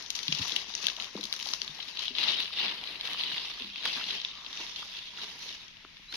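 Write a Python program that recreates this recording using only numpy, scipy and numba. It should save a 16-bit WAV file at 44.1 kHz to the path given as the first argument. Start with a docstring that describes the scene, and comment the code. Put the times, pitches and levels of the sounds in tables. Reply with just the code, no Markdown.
"""Thin plastic gloves crinkle as hands pull sticky fruit apart, a metre from a phone in a tiled room.
Creases in the film buckle, each a click and a brief ring: swarms of tiny snaps with louder single ones.
Fruit and fingers thud softly on a tray and pulp lets go with wet ticks, both as damped modes.
A faint hollow rub and a thin rising squeak come late. The tiles add a short reverberation
over the room's hum and hiss, and the phone's two microphone ports give left and right."""
import sys
import numpy as np
from scipy import signal
from scipy.fft import rfft, irfft
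from scipy.io import wavfile
from scipy.ndimage import uniform_filter1d
from numba import njit

SR = 44100
rng = np.random.default_rng(int(sys.argv[2]) if len(sys.argv) > 2 else 0)


def dump(signal):
    """Clip the signal to [-1, 1] and save it as 16-bit WAV at the path in sys.argv[1]."""
    limited = np.clip(np.atleast_2d(signal).T, -1, 1)
    pcm = np.round(limited * 32767).astype(np.int16)
    wavfile.write(sys.argv[1], SR, pcm)


N = 271656

# spectral envelope of the crinkling as heard: f/Hz, gain/dB; the treble falls steeply above 6.8 kHz to a notch
# near 7.8 kHz
CRINKLE_SPECTRUM = [(100, -42.5), (160, -12.5), (310, -12), (700, -12.5), (1000, -5.5), (1460, -9.5),
                    (2000, -1.5), (2400, 0), (2700, 5), (3900, 7), (5000, -1), (6000, -7.5), (6800, -17.5),
                    (7300, -27.5), (7800, -40.5), (8500, -34), (9400, -28), (11200, -24.5), (13600, -34),
                    (14600, -36)]
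# coherence of left and right: f/Hz, coherence (0-1)
COHERENCE = [(40, 0.37), (130, .5), (400, .5), (850, .8), (1400, .3), (2500, .05)]
# colour and side of the rustle: t/s, crisp gain/dB, sheen gain/dB, body gain/dB, main left minus right/dB
FILM_FACING = [(0, 15, 4, 11, 8), (.3, 10.5, 5.5, 4.5, 7), (.5, 12.5, 5, 8, 7.5), (.65, 12.5, 1, 7.5, 6.5),
               (.85, 16, 7, 10, 8.5), (1.15, 10.5, 6, 12.5, 7.5), (1.45, 15, 11.5, 10.5, 6.5),
               (1.75, 10.5, 6.5, 9.5, 7), (2.1, 1.5, 0.5, 1, 6.5), (2.3, -7, 0, 3, 8),
               (2.5, -9, 1.5, -2, 4), (2.63, -27, -4, 4, 4.5), (2.85, -23, 5.5, 5.5, 4.5),
               (3.1, -10, 6, 5.5, 4.5), (3.4, -6, 2, 2.5, 1.5), (3.7, -4, 2.5, 1, 2), (4, -1.5, 4, 3, 4.5),
               (4.3, 6.5, -2, 2.5, 4), (4.45, 11, 7, 6, 6), (4.6, 13, 6, 6.5, 4), (4.85, 7.5, 6.5, 3.5, 2),
               (5.1, 1.5, 4, 0, 0.5), (5.22, 5, 5.5, 6, 2), (5.36, 12.5, 11, 6, 3), (5.5, 9, 6.5, 2.5, 3.5),
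               (5.8, 3, 5, 10, 6), (6.16, 9, 13, 5.5, 5)]
# left minus right in the treble as the phone turns: t/s, crisp band/dB, sheen band/dB
TREBLE_BALANCE = [(0, 16, 15), (1.5, 19, 16.5), (2.9, 0, 6.5), (3.5, -13, 6.5), (4.4, -11, 2),
                  (4.8, -8, -2), (5.6, -14, -2), (6.16, -10, -2)]


def undb(db):
    """Amplitude ratio of a level."""
    return 10 ** (np.asarray(db) / 20)


def at_times(table, t):
    """Columns of a (t/s, ...) table, interpolated at times t."""
    times, *columns = np.transpose(table)
    return [np.interp(t, times, column) for column in columns]


def at_frequencies(table, hz):
    """An (f/Hz, value) table, interpolated on a logarithmic frequency axis."""
    f, values = np.transpose(table)
    return np.interp(np.log(hz + 1), np.log(f), values)


def wander(rate_hz):
    """Slow modulation: random values joined by straight ramps."""
    hold = int(SR / rate_hz)
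    return 0.52 * uniform_filter1d(np.repeat(rng.standard_normal(N // hold + 1), hold), hold)[:N]


def superpose(onsets, sounds):
    """Linear superposition: short stereo sounds add, each from its onset."""
    out = np.zeros((2, N))
    for t, sound in zip(onsets, sounds):
        start = max(int(t * SR), 0)
        out[:, start:start + sound.shape[1]] += sound[:, :N - start]
    return out


def crinkle_response(size):
    """Causality: the crinkle's spectrum as a minimum-phase filter, by folding its cepstrum."""
    gain_db = at_frequencies(CRINKLE_SPECTRUM, np.fft.rfftfreq(size, 1 / SR))
    cepstrum = irfft(gain_db * np.log(10) / 20, size)
    cepstrum[1:size // 2] *= 2
    cepstrum[size // 2 + 1:] = 0
    return np.exp(rfft(cepstrum))


def bands(f, edges_hz=(2174, 5566, 7050)):
    """Complementary crossover: body, main, crisp and sheen bands, low to high, sum to one."""
    above = [1, *(1 / (1 + (edge / (f + 1)) ** 10) for edge in edges_hz), 0]
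    return [lower - upper for lower, upper in zip(above, above[1:])]


def shadow_db(t):
    """Diffraction: left minus right in each band; long waves bend round the phone and cast no shadow."""
    return [0 * t, at_times(FILM_FACING, t)[3], *at_times(TREBLE_BALANCE, t)]


def cohere(spectra, f):
    """Spatial coherence: long waves reach both ports partly alike, short ones hardly so."""
    coherence = at_frequencies(COHERENCE, f)
    mid, side = (spectra[0] + spectra[1]) / 2, (spectra[0] - spectra[1]) / 2
    return np.array([np.sqrt(1 + coherence) * mid + k * np.sqrt(1 - coherence) * side for k in (1, -1)])


@njit
def patch_rings(starts, hz, t60, amplitude):
    """Free vibration: each buckled patch rings at its own frequency and decays exponentially."""
    out = np.zeros(N)
    for k in range(len(starts)):
        pole = np.exp(2j * np.pi * hz[k] / SR - np.log(1000.) / (t60[k] * SR))
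        phasor = amplitude[k] + 0j
        for i in range(starts[k], min(starts[k] + int(t60[k] * SR * .7) + 2, N)):
            out[i] += phasor.real
            phasor *= pole
    return out


def rustle(count=24000, click_db=1.5, burst_db=2.2, flicker_db=2.2):
    """Buckling: swarms of creases each radiate a click and a ring, met at another angle by each port."""
    # how hard the hands work the film: t/s, level/dB
    effort = [(0, -48.5), (.09, -58), (.19, -48), (.36, -46), (.43, -42.5), (.5, -43.5), (.59, -43.5),
              (.66, -53), (.695, -44.5), (.72, -51.5), (.815, -50.5), (.84, -44), (.875, -46.5), (.9, -48),
              (.925, -52), (.95, -56), (1.02, -49), (1.12, -57.5), (1.2, -53.5), (1.34, -53), (1.445, -53),
              (1.47, -48), (1.5, -46), (1.525, -49.5), (1.59, -54), (1.74, -53), (1.91, -50), (1.98, -48.5),
              (2.03, -39.5), (2.13, -48.5), (2.19, -35.5), (2.29, -33.5), (2.345, -35.5), (2.36, -39.5),
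              (2.43, -39), (2.5, -45.5), (2.63, -32), (2.79, -47), (2.9, -46.5), (3.04, -45.5), (3.06, -37),
              (3.1, -40.5), (3.17, -43), (3.2, -37.5), (3.225, -41), (3.27, -41), (3.34, -39),
              (3.49, -42.5), (3.57, -45.5), (3.67, -45.5), (3.73, -48.5), (3.82, -47), (3.845, -39.5),
              (3.86, -35), (3.95, -38), (4.07, -41), (4.15, -39.5), (4.19, -45.5), (4.29, -49),
              (4.41, -53.5), (4.51, -50.5), (4.54, -50), (4.6, -44), (4.73, -50), (4.8, -46.5), (4.97, -48),
              (5.03, -48), (5.15, -51.5), (5.18, -45), (5.24, -45.5), (5.37, -53.5), (5.46, -43.5),
              (5.74, -64), (6.09, -63.5), (6.16, -40.5)]
    spread_db, largest_db = 4., 12.  # crease strength above the weakest
    pocket_low_hz, pocket_high_hz, pocket_s, pocket_share = 2400, 5600, .04, .22
    t, f = np.arange(N) / SR, np.fft.rfftfreq(N, 1 / SR)
    when, strength, polarity, pitch, decay, *angle, pocket_draw = rng.random((count, 8)).T
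    amplitude = undb(np.minimum(-spread_db * np.log(1 - strength), largest_db)) * np.sign(polarity - .5)
    t60 = .016 * (1.7 + decay)
    # for a moment the crumpled film holds two pockets, and many creases ring near their pitches
    pocket_pitch = rng.random((int(N / SR / pocket_s) + 1, 2))
    pockets = pocket_low_hz * (pocket_high_hz / pocket_low_hz) ** pocket_pitch
    pocket_hz = pockets[(when * N / SR / pocket_s).astype(int), (decay > .5).astype(int)]
    nominal_hz = np.where(pocket_draw < pocket_share, pocket_hz, 60 + 14800 * pitch ** 1.209)
    swarm = np.zeros((2, N))
    for port in range(2):
        starts = np.clip((when * N + 40 * angle[port]).astype(np.int64), 0, N - 1)
        hz = nominal_hz * (1.039 + 0.106 * angle[1 - port])
        swarm[port] = patch_rings(starts, hz, t60, amplitude / np.sqrt(t60 * SR / 14))
        np.add.at(swarm[port], starts, amplitude * undb(click_db))
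    # one crease sets off its neighbours, so the swarm comes in bursts
    swarm *= undb(burst_db * wander(70))
    spectrum = cohere(rfft(swarm), f) * crinkle_response(N)
    parts = [irfft(spectrum * band, N) for band in bands(f)]
    crisp_db, sheen_db, body_db, _ = at_times(FILM_FACING, t)
    film = sum(part * undb(gain_db + side_db * [[.5], [-.5]] + flicker_db * wander(30))
               for part, gain_db, side_db in zip(parts, (body_db, 0, crisp_db, sheen_db), shadow_db(t)))
    main_rms = np.std(parts[1].mean(0))
    return film / main_rms * undb(at_times(effort, t)[0])


def room_tone(level_db=-57, balance_db=4):
    """Ambient noise: the room's quiet hum and hiss form a continuous spectrum."""
    # spectral density of the room's noise: f/Hz, relative level/dB
    density = [(12, -18), (20, 11), (124, 1.5), (189, 4.5), (656, -21.5), (2220, 4.5), (3650, 3.5),
               (6180, -7.5), (8160, -35.5), (11400, -22.5), (15000, -37)]
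    f = np.fft.rfftfreq(N, 1 / SR)
    white = cohere(rfft(rng.standard_normal((2, N))), f)
    noise = irfft(white * undb(at_frequencies(density, f)), N)
    pan = undb([[balance_db / 2], [-balance_db / 2]])
    return noise / np.std(noise.mean(0)) * undb(level_db + 0.5 * wander(4.56)) * pan


def snaps(flip_db=5, ring_db=1.0, relative_bandwidth=.38, size=2048):
    """Snap-through: a crease flips with a click and a ring; the film around gives way in a patter."""
    # single creases: t/s, peak level/dB, ring f/Hz, crisp gain/dB, sheen gain/dB, patter gain/dB
    creases = [(0.025, -30, 5060, 17, 6, -5), (0.0629, -28, 4260, 23, -3, -9),
               (0.1043, -19, 4000, 18, 15, -16), (0.1141, -38, 5560, 22, 11, -10),
               (0.1528, -24.5, 3830, 29, 11, -7), (0.1639, -24, 3960, 22, 13, -8.5),
               (0.1901, -23.5, 3750, 5, 7, -11), (0.2319, -22.5, 4480, 18, 10, -9.5),
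               (0.2817, -21.5, 4110, -3, 1, -15), (0.3246, -17, 2780, 16, -5, -7),
               (0.3494, -23, 4910, 7, 4, -8), (0.3867, -24, 5360, 14, 1, -5),
               (0.3939, -26, 4110, 6, 3, -14), (0.4201, -22.5, 3900, -6, -2, 1),
               (0.4272, -22.5, 2880, 1, 2, -2), (0.4525, -32, 3750, 3, 0, -8),
               (0.4793, -24.5, 3960, 15, 19, -5), (0.496, -21, 3010, -7, 6, -25),
               (0.5205, -20.5, 3920, 5, -2, -6), (0.5633, -15, 3060, 6, 5, -13),
               (0.6932, -32, 5190, 5, 4, -3), (0.7396, -27, 4200, 10, -2, -10),
               (0.7519, -15.5, 5840, 27, 5.5, -16), (0.8273, -27, 3920, 31, 9, -9),
               (0.8414, -24, 3080, 11, 4, 0), (0.8559, -26, 3060, -3, -6, -11),
               (0.8686, -12.5, 3150, 6, 9, -15), (0.8842, -19.5, 4260, 13, -7, -10.5),
               (0.8998, -24, 3120, 1, -4, -10), (0.9664, -27, 3010, 7, 6, -15),
               (1.0004, -21.5, 3030, -3, 0, -9), (1.0153, -30, 3640, 16, 14, -12),
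               (1.0233, -25, 3320, 6, 1, -22), (1.044, -29, 3120, 7, 6, -8),
               (1.1665, -31, 4000, 1, -11, -4), (1.2108, -25.5, 4100, 15, 12, -9.5),
               (1.2315, -29, 3940, -5, 2, -11), (1.2394, -23, 4130, 19, 11, -10),
               (1.254, -24, 4480, 6, 11, -13), (1.2656, -40, 4670, 1, -5, -7),
               (1.3269, -21, 3960, 4, 9, -13), (1.3389, -24, 2980, 19, 16, -14),
               (1.3496, -30, 4130, 16, 6, -10), (1.3638, -29, 5660, 17, 12, -15),
               (1.393, -28, 3250, 23, 13, -9), (1.3998, -24, 2780, 6, 7, -20),
               (1.4098, -30, 2930, 12, 0, -2), (1.4273, -20, 5300, 8, 5, -11),
               (1.4574, -27, 4330, 13, 6, -5), (1.4713, -27, 5040, 11, 10, -4),
               (1.4884, -24, 4650, 10, 0, -9), (1.5137, -26, 3920, 6, 13, -18),
               (1.5361, -18, 4970, 18, 4, -13.5), (1.5466, -27, 3920, 11, 3, -7),
               (1.6002, -36, 4440, 15, -8, -19), (1.6113, -34, 3010, 10, 1, -6),
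               (1.6176, -15.5, 4630, 5, -3, -14.5), (1.6468, -30, 4180, 20, 8, -12),
               (1.6783, -22.5, 4300, -15, -12, -14.5), (1.7007, -47, 3010, 14, 5, -11),
               (1.7131, -39, 3960, 1, -4, -14), (1.7483, -39, 3920, 11, 11, -8),
               (1.7884, -34.5, 3450, -4, -10, -6), (1.8032, -30.5, 3250, -18, -5, -5),
               (1.8282, -29, 4610, 0, -9, -9), (1.8847, -31, 4440, -8, 1, 2),
               (1.9724, -23.5, 4110, -9, -2, -8), (1.993, -19, 5030, 5, -2, -12),
               (2.0554, -23, 3120, -2, 6, -8), (2.0811, -18, 3340, -5, -8, -11.5),
               (2.1518, -27, 4200, -17, -13, -5), (2.1844, -13.5, 4100, -12, -10, -13),
               (2.1909, -29, 3730, -5, 2, -6), (2.2302, -17, 3340, -17, 2, -10),
               (2.2381, -15.5, 4020, -8, -1, 4), (2.2852, -19, 3770, -14, -8, 4),
               (2.2899, -23, 3600, -10, -7, -1), (2.2941, -29, 3980, -12, -6, -10),
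               (2.3007, -26, 3960, -12, -7, -6), (2.306, -24, 2780, -17, -9, 3),
               (2.3446, -32, 4130, -9, -3, -16), (2.3696, -28, 3750, -18, 0, -13),
               (2.4009, -20.5, 4180, -16, 5, 2), (2.4034, -21, 3640, -12, 8, -11),
               (2.4254, -28, 3270, -4, -7, -5), (2.4569, -26, 2760, -14, -8, -14),
               (2.4775, -31, 2650, -8, -2, -5), (2.5303, -29.5, 2760, -20, 0, -5),
               (2.5998, -23, 2750, -22, -11, -10), (2.633, -23, 2840, -18, -7, -6),
               (2.6811, -26, 3640, -16, -6, -7), (2.6937, -24, 3750, -21, -6, -7),
               (2.8125, -35, 3340, -19, 0, -4), (2.8387, -29, 3400, -9, 1, -9),
               (2.8736, -28.5, 3600, -21, -10, 3), (2.8859, -39, 3100, -17, -5, -15),
               (2.9238, -39, 3420, -8, 8, -18), (2.9561, -31, 2990, -18, -5, -5),
               (3.011, -28.5, 3940, -17, 1, -20), (3.0536, -27, 3730, -4, 1, -6),
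               (3.0741, -24, 3600, 4, 6, -6), (3.1035, -37, 2780, -15, -4, -11),
               (3.1327, -26.5, 3770, 1, 10, -8), (3.1453, -33, 3770, -8, -1, -15),
               (3.1959, -26, 3340, -14, 8, -7), (3.2047, -25.5, 3600, -21, -1, -7),
               (3.2106, -25, 3600, -22, -7, -10), (3.2356, -21, 3320, -19, 8, -10),
               (3.2665, -25.5, 3510, -22, -4, -3), (3.3054, -37, 3450, -21, -3, -12),
               (3.3315, -35, 3730, -14, -7, -15), (3.3511, -36, 3880, -10, -3, -9),
               (3.3807, -25, 3450, -22, -6, -5), (3.5123, -33, 3880, -20, -8, -6),
               (3.5386, -36, 3940, -10, 10, -12), (3.5989, -29, 3570, -15, 7, -10),
               (3.6219, -32.5, 3660, -12, -10, -12), (3.6459, -29, 4010, -11, 5, -17),
               (3.7007, -30, 3810, -20, -7, -12), (3.759, -27, 3210, -16, -6, -11),
               (3.7723, -39, 3750, -2, 1, -20), (3.7809, -31, 3510, -10, -5, -5),
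               (3.8277, -29, 3510, -20, 0, -10), (3.8545, -18.5, 3400, 6, 13, -7),
               (3.8774, -28, 3810, -1, 2, -19), (3.8953, -28, 3490, -9, 4, -16),
               (3.9309, -27, 3730, 1, -3, 6), (4.0411, -22, 3570, -16, -1, -16),
               (4.0886, -30, 3550, -19, -7, -13), (4.1053, -22.5, 3580, -2, 2, 0),
               (4.2008, -28, 3770, -17, -9, -12), (4.216, -27.5, 3940, 12, -3, -10),
               (4.2488, -17.5, 3500, -23, 1, -16.5), (4.2862, -32, 3470, -4, -8, -14),
               (4.3534, -32, 4030, 2, -9, -23), (4.4479, -32, 3420, -7, -3, -12),
               (4.4633, -30.5, 3420, -3, -4, -6), (4.5292, -27.5, 3620, 17, 7, 4),
               (4.5411, -37, 3730, 4, -1, -14), (4.5737, -28, 3470, 20, -2, -4),
               (4.5948, -28, 3750, -1, -1, -7), (4.6142, -31, 3550, -2, 11, -22),
               (4.6661, -26, 4030, -13, -4, -14), (4.7611, -27, 4200, -3, 0, -13),
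               (4.7697, -36, 3640, 1, 1, -8), (4.9702, -34, 4010, 0, -2, -6),
               (4.9889, -32.5, 2800, -4, 0, -8), (5.1744, -28, 3500, -8, -5, -16),
               (5.2166, -31.5, 3770, 5, 1, 0), (5.2345, -28, 4050, 0, -3, -10),
               (5.4287, -32, 3170, -8, -3, -9), (5.4914, -29, 3120, 2, -3, -9),
               (5.6072, -45, 3880, -3, -2, -11), (5.6817, -39.5, 2200, 18, 0, -7),
               (5.7696, -40, 3380, -6, 2, -9), (5.8502, -45, 1810, 10, -4, -20),
               (5.969, -38, 2280, -9, -7, -4), (6.1252, -28, 3450, -1, 5, -7),
               (6.1416, -27, 2910, -3, 1, -3)]
    onset, peak_db, ring_hz, crisp_db, sheen_db, patter_db = np.transpose(creases)[:, :, None, None]
    lead = 160  # samples of patter before the flip
    t, f = (np.arange(size) - lead) / SR, np.fft.rfftfreq(size, 1 / SR)
    stretch = undb((patter_db + 15) / 2)  # more patter also lasts longer
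    rise_s, t60 = .0054 * stretch, .016 * stretch
    fall_db = 60 * np.maximum(t / t60, -t / rise_s)
    push = rng.standard_normal((len(onset), 2, size)) ** 3 / 4 * undb(patter_db - fall_db)
    # the flip meets the right port inverted and slightly shifted in time
    right_arrival = lead + rng.integers(-4, 16, len(onset))
    push[:, 0, lead] += undb(flip_db)
    push[np.arange(len(onset)), 1, right_arrival] -= undb(flip_db)
    damping = 1j * relative_bandwidth * f * ring_hz
    resonance = 1 + undb(ring_db) * damping / (ring_hz ** 2 - f ** 2 + damping)
    shares = bands(f)
    colour_db = crisp_db * shares[2] + sheen_db * shares[3]
    shade_db = sum(db * share for db, share in zip(shadow_db(onset), shares)) * [[.5], [-.5]]
    clicks = irfft(rfft(push) * resonance * crinkle_response(size) * undb(colour_db + shade_db), size)
    clicks *= undb(peak_db) / np.abs(clicks.mean(1, keepdims=True)).max(2, keepdims=True)
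    return superpose(onset.ravel() - lead / SR, clicks)


def damped_modes(blows, modes, roughness, balance_db, size=8192):
    """Modal decay: each mode of a pushed body gives a ring and a band of noise that dies with it."""
    onset, peak_db, nominal_hz, decay_s = np.transpose(blows)[:, :, None]
    t, f = np.arange(size) / SR, np.fft.rfftfreq(size, 1 / SR)
    knocks = 0
    for ratio, gain_db, decay_share in modes:
        hz, t60 = ratio * nominal_hz, np.maximum(decay_share * decay_s, .004)
        white = rfft(rng.standard_normal((len(onset), size)))
        rumble = irfft(white / (1 + ((f - 1.08 * hz) / (0.38 * hz)) ** 4), size)
        ring = np.sin(2 * np.pi * hz * t) + roughness * rumble / rumble.std(1, keepdims=True)
        ring *= undb(-60 * t / t60) * (1 - np.exp(-t * hz * 3)) ** 2
        highpass = (1j * f / (1j * f + .45 * hz)) ** 3  # nothing sounds far below the ring
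        ring = irfft(rfft(ring) * highpass, size)
        knocks = knocks + ring * undb(peak_db + gain_db) / np.abs(ring).max(1, keepdims=True)
    pan = undb([[balance_db / 2], [-balance_db / 2]])
    return superpose(onset.ravel(), knocks[:, None] * pan)


def tray_thuds():
    """Impact excitation: soft blows on fruit and tray set low, damped modes ringing."""
    # soft blows: t/s, first mode's peak level/dB, f/Hz, T60/s
    blows = [(.284, -36.5, 161, 0.13), (.317, -39, 148, 0.11), (.331, -50, 142, 0.091),
             (.39, -40, 173, 0.16), (.402, -34, 104, 0.06), (.84, -47, 194, 0.092),
             (1.1505, -36.5, 206.7, 0.25), (1.24, -46.5, 211, 0.16), (1.1505, -33.5, 362, 0.065),
             (1.185, -38.5, 310, 0.097), (1.693, -48, 151, 0.1), (1.5, -55, 246, .1), (.52, -48, 287, .15),
             (.68, -52, 208, 0.13), (1.01, -55.5, 170, .08), (4.06, -54, 200, 0.11), (4.99, -66, 150, 0.08),
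             (5.46, -45, 503, 0.013), (2.103, -47, 248, 0.21), (2.619, -53, 500, .15),
             (2.66, -49, 199, 0.15), (3.329, -51, 160, 0.074), (3.603, -47, 247, 0.19),
             (3.64, -47.5, 201.7, 0.32), (3.849, -44, 480, 0.054), (4.595, -52.5, 342, 0.22),
             (5.237, -53, 427, 0.13), (5.849, -45, 320, 0.011), (5.993, -56, 184, 0.061),
             (6.134, -48.5, 294, 0.049)]
    # modes of each blow: frequency ratio, gain/dB, T60 ratio
    modes = [(1, 0, 1), (1.62, -4, .5), (2.7, -26, .15)]
    return damped_modes(blows, modes, roughness=.3, balance_db=2.5)


def pulp_ticks():
    """Sudden release: sticky pulp lets go and excites one brief, noisy resonance."""
    # wet ticks, and a 2 kHz ring under the loud snap at 3.854 s: t/s, peak level/dB, nominal f/Hz, T60/s
    releases = [(.451, -37, 960, 0.043), (.7, -40, 1010, 0.022), (.883, -33, 1770, 0.012),
                (.983, -40.5, 1010, 0.021), (1.175, -35, 990, 0.012), (1.338, -34.5, 1530, 0.0042),
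                (1.462, -37.5, 905, 0.047), (1.79, -41, 890, 0.047), (1.535, -31.5, 1020, 0.0056),
                (2.399, -46, 1530, 0.027), (2.505, -42.5, 1040, 0.013), (2.626, -48, 895, 0.033),
                (2.832, -40, 870, 0.014), (3.146, -33.5, 1210, 0.012), (3.318, -32, 1350, 0.0061),
                (3.445, -42, 1050, 0.024), (3.576, -43, 1230, 0.024), (3.8545, -28, 1090, 0.023),
                (3.8538, -22, 2000, 0.01), (4.01, -35, 1310, 0.0096), (4.102, -40, 1280, 0.012),
                (4.164, -49, 746, 0.017), (4.824, -36.5, 1190, 0.025), (5.184, -39.5, 1450, 0.04),
                (5.849, -36, 1400, 0.0031), (5.995, -54, 895, .008), (6.125, -38, 1520, 0.028)]
    # the mode of each tick: frequency ratio, gain/dB, T60 ratio
    modes = [(0.96, 0.0091, 1)]
    return damped_modes(releases, modes, roughness=1.0, balance_db=0.5)


def rub(middle_s=4.42, length_s=.36, centre_hz=1120, width_hz=400, level_db=-58):
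    """Sliding friction: hiss in one hollow resonance swells and fades."""
    t, f = np.arange(N) / SR - middle_s, np.fft.rfftfreq(N, 1 / SR)
    hiss = irfft(rfft(rng.standard_normal(N)) / (1 + (2 * (f - centre_hz) / width_hz) ** 2), N)
    swell = np.cos(np.pi * np.clip(t / length_s, -.5, .5))
    return hiss / hiss.std() * undb(level_db) * swell


def squeak(start_s=6.079, length_s=.056, start_hz=3830, glide_hz_per_s=10000, level_db=-47.5, fade_s=.007):
    """Linear chirp: one thin tone glides upward."""
    t = np.arange(N) / SR - start_s
    envelope = np.clip(np.minimum(t, length_s - t) / fade_s, 0, 1) ** 2
    phase = 2 * np.pi * (start_hz + glide_hz_per_s * t / 2) * t
    return np.sqrt(2) * undb(level_db) * envelope * np.sin(phase)


def reverberation(direct, t60=.3, gain_db=-11, size=16384):
    """Diffuse field: tiles and walls return a short tail that decays exponentially."""
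    t, f = np.arange(size) / SR, np.fft.rfftfreq(size, 1 / SR)
    tail = irfft(cohere(rfft(rng.standard_normal((2, size))), f), size)
    tail *= undb(-60 * t / t60) * (t > .003)
    tail *= undb(gain_db) / np.sqrt((tail ** 2).sum(1, keepdims=True))
    return signal.fftconvolve(direct, tail, axes=1)[:, :N]


def scene():
    """Superposition: direct sound, its reverberation and the room tone add at the ports."""
    film = rustle() + snaps()
    fruit = tray_thuds() + pulp_ticks()
    handling = film + rub() + squeak()
    return handling + fruit + reverberation(handling + undb(-4) * fruit) + room_tone()


def record(dry):
    """Band limiting: the phone cuts the treble steeply above 14.6 kHz."""
    return signal.sosfilt(signal.ellip(10, .2, 80, 14600, fs=SR, output="sos"), dry)


dry = scene()
out = record(dry)
dump(out)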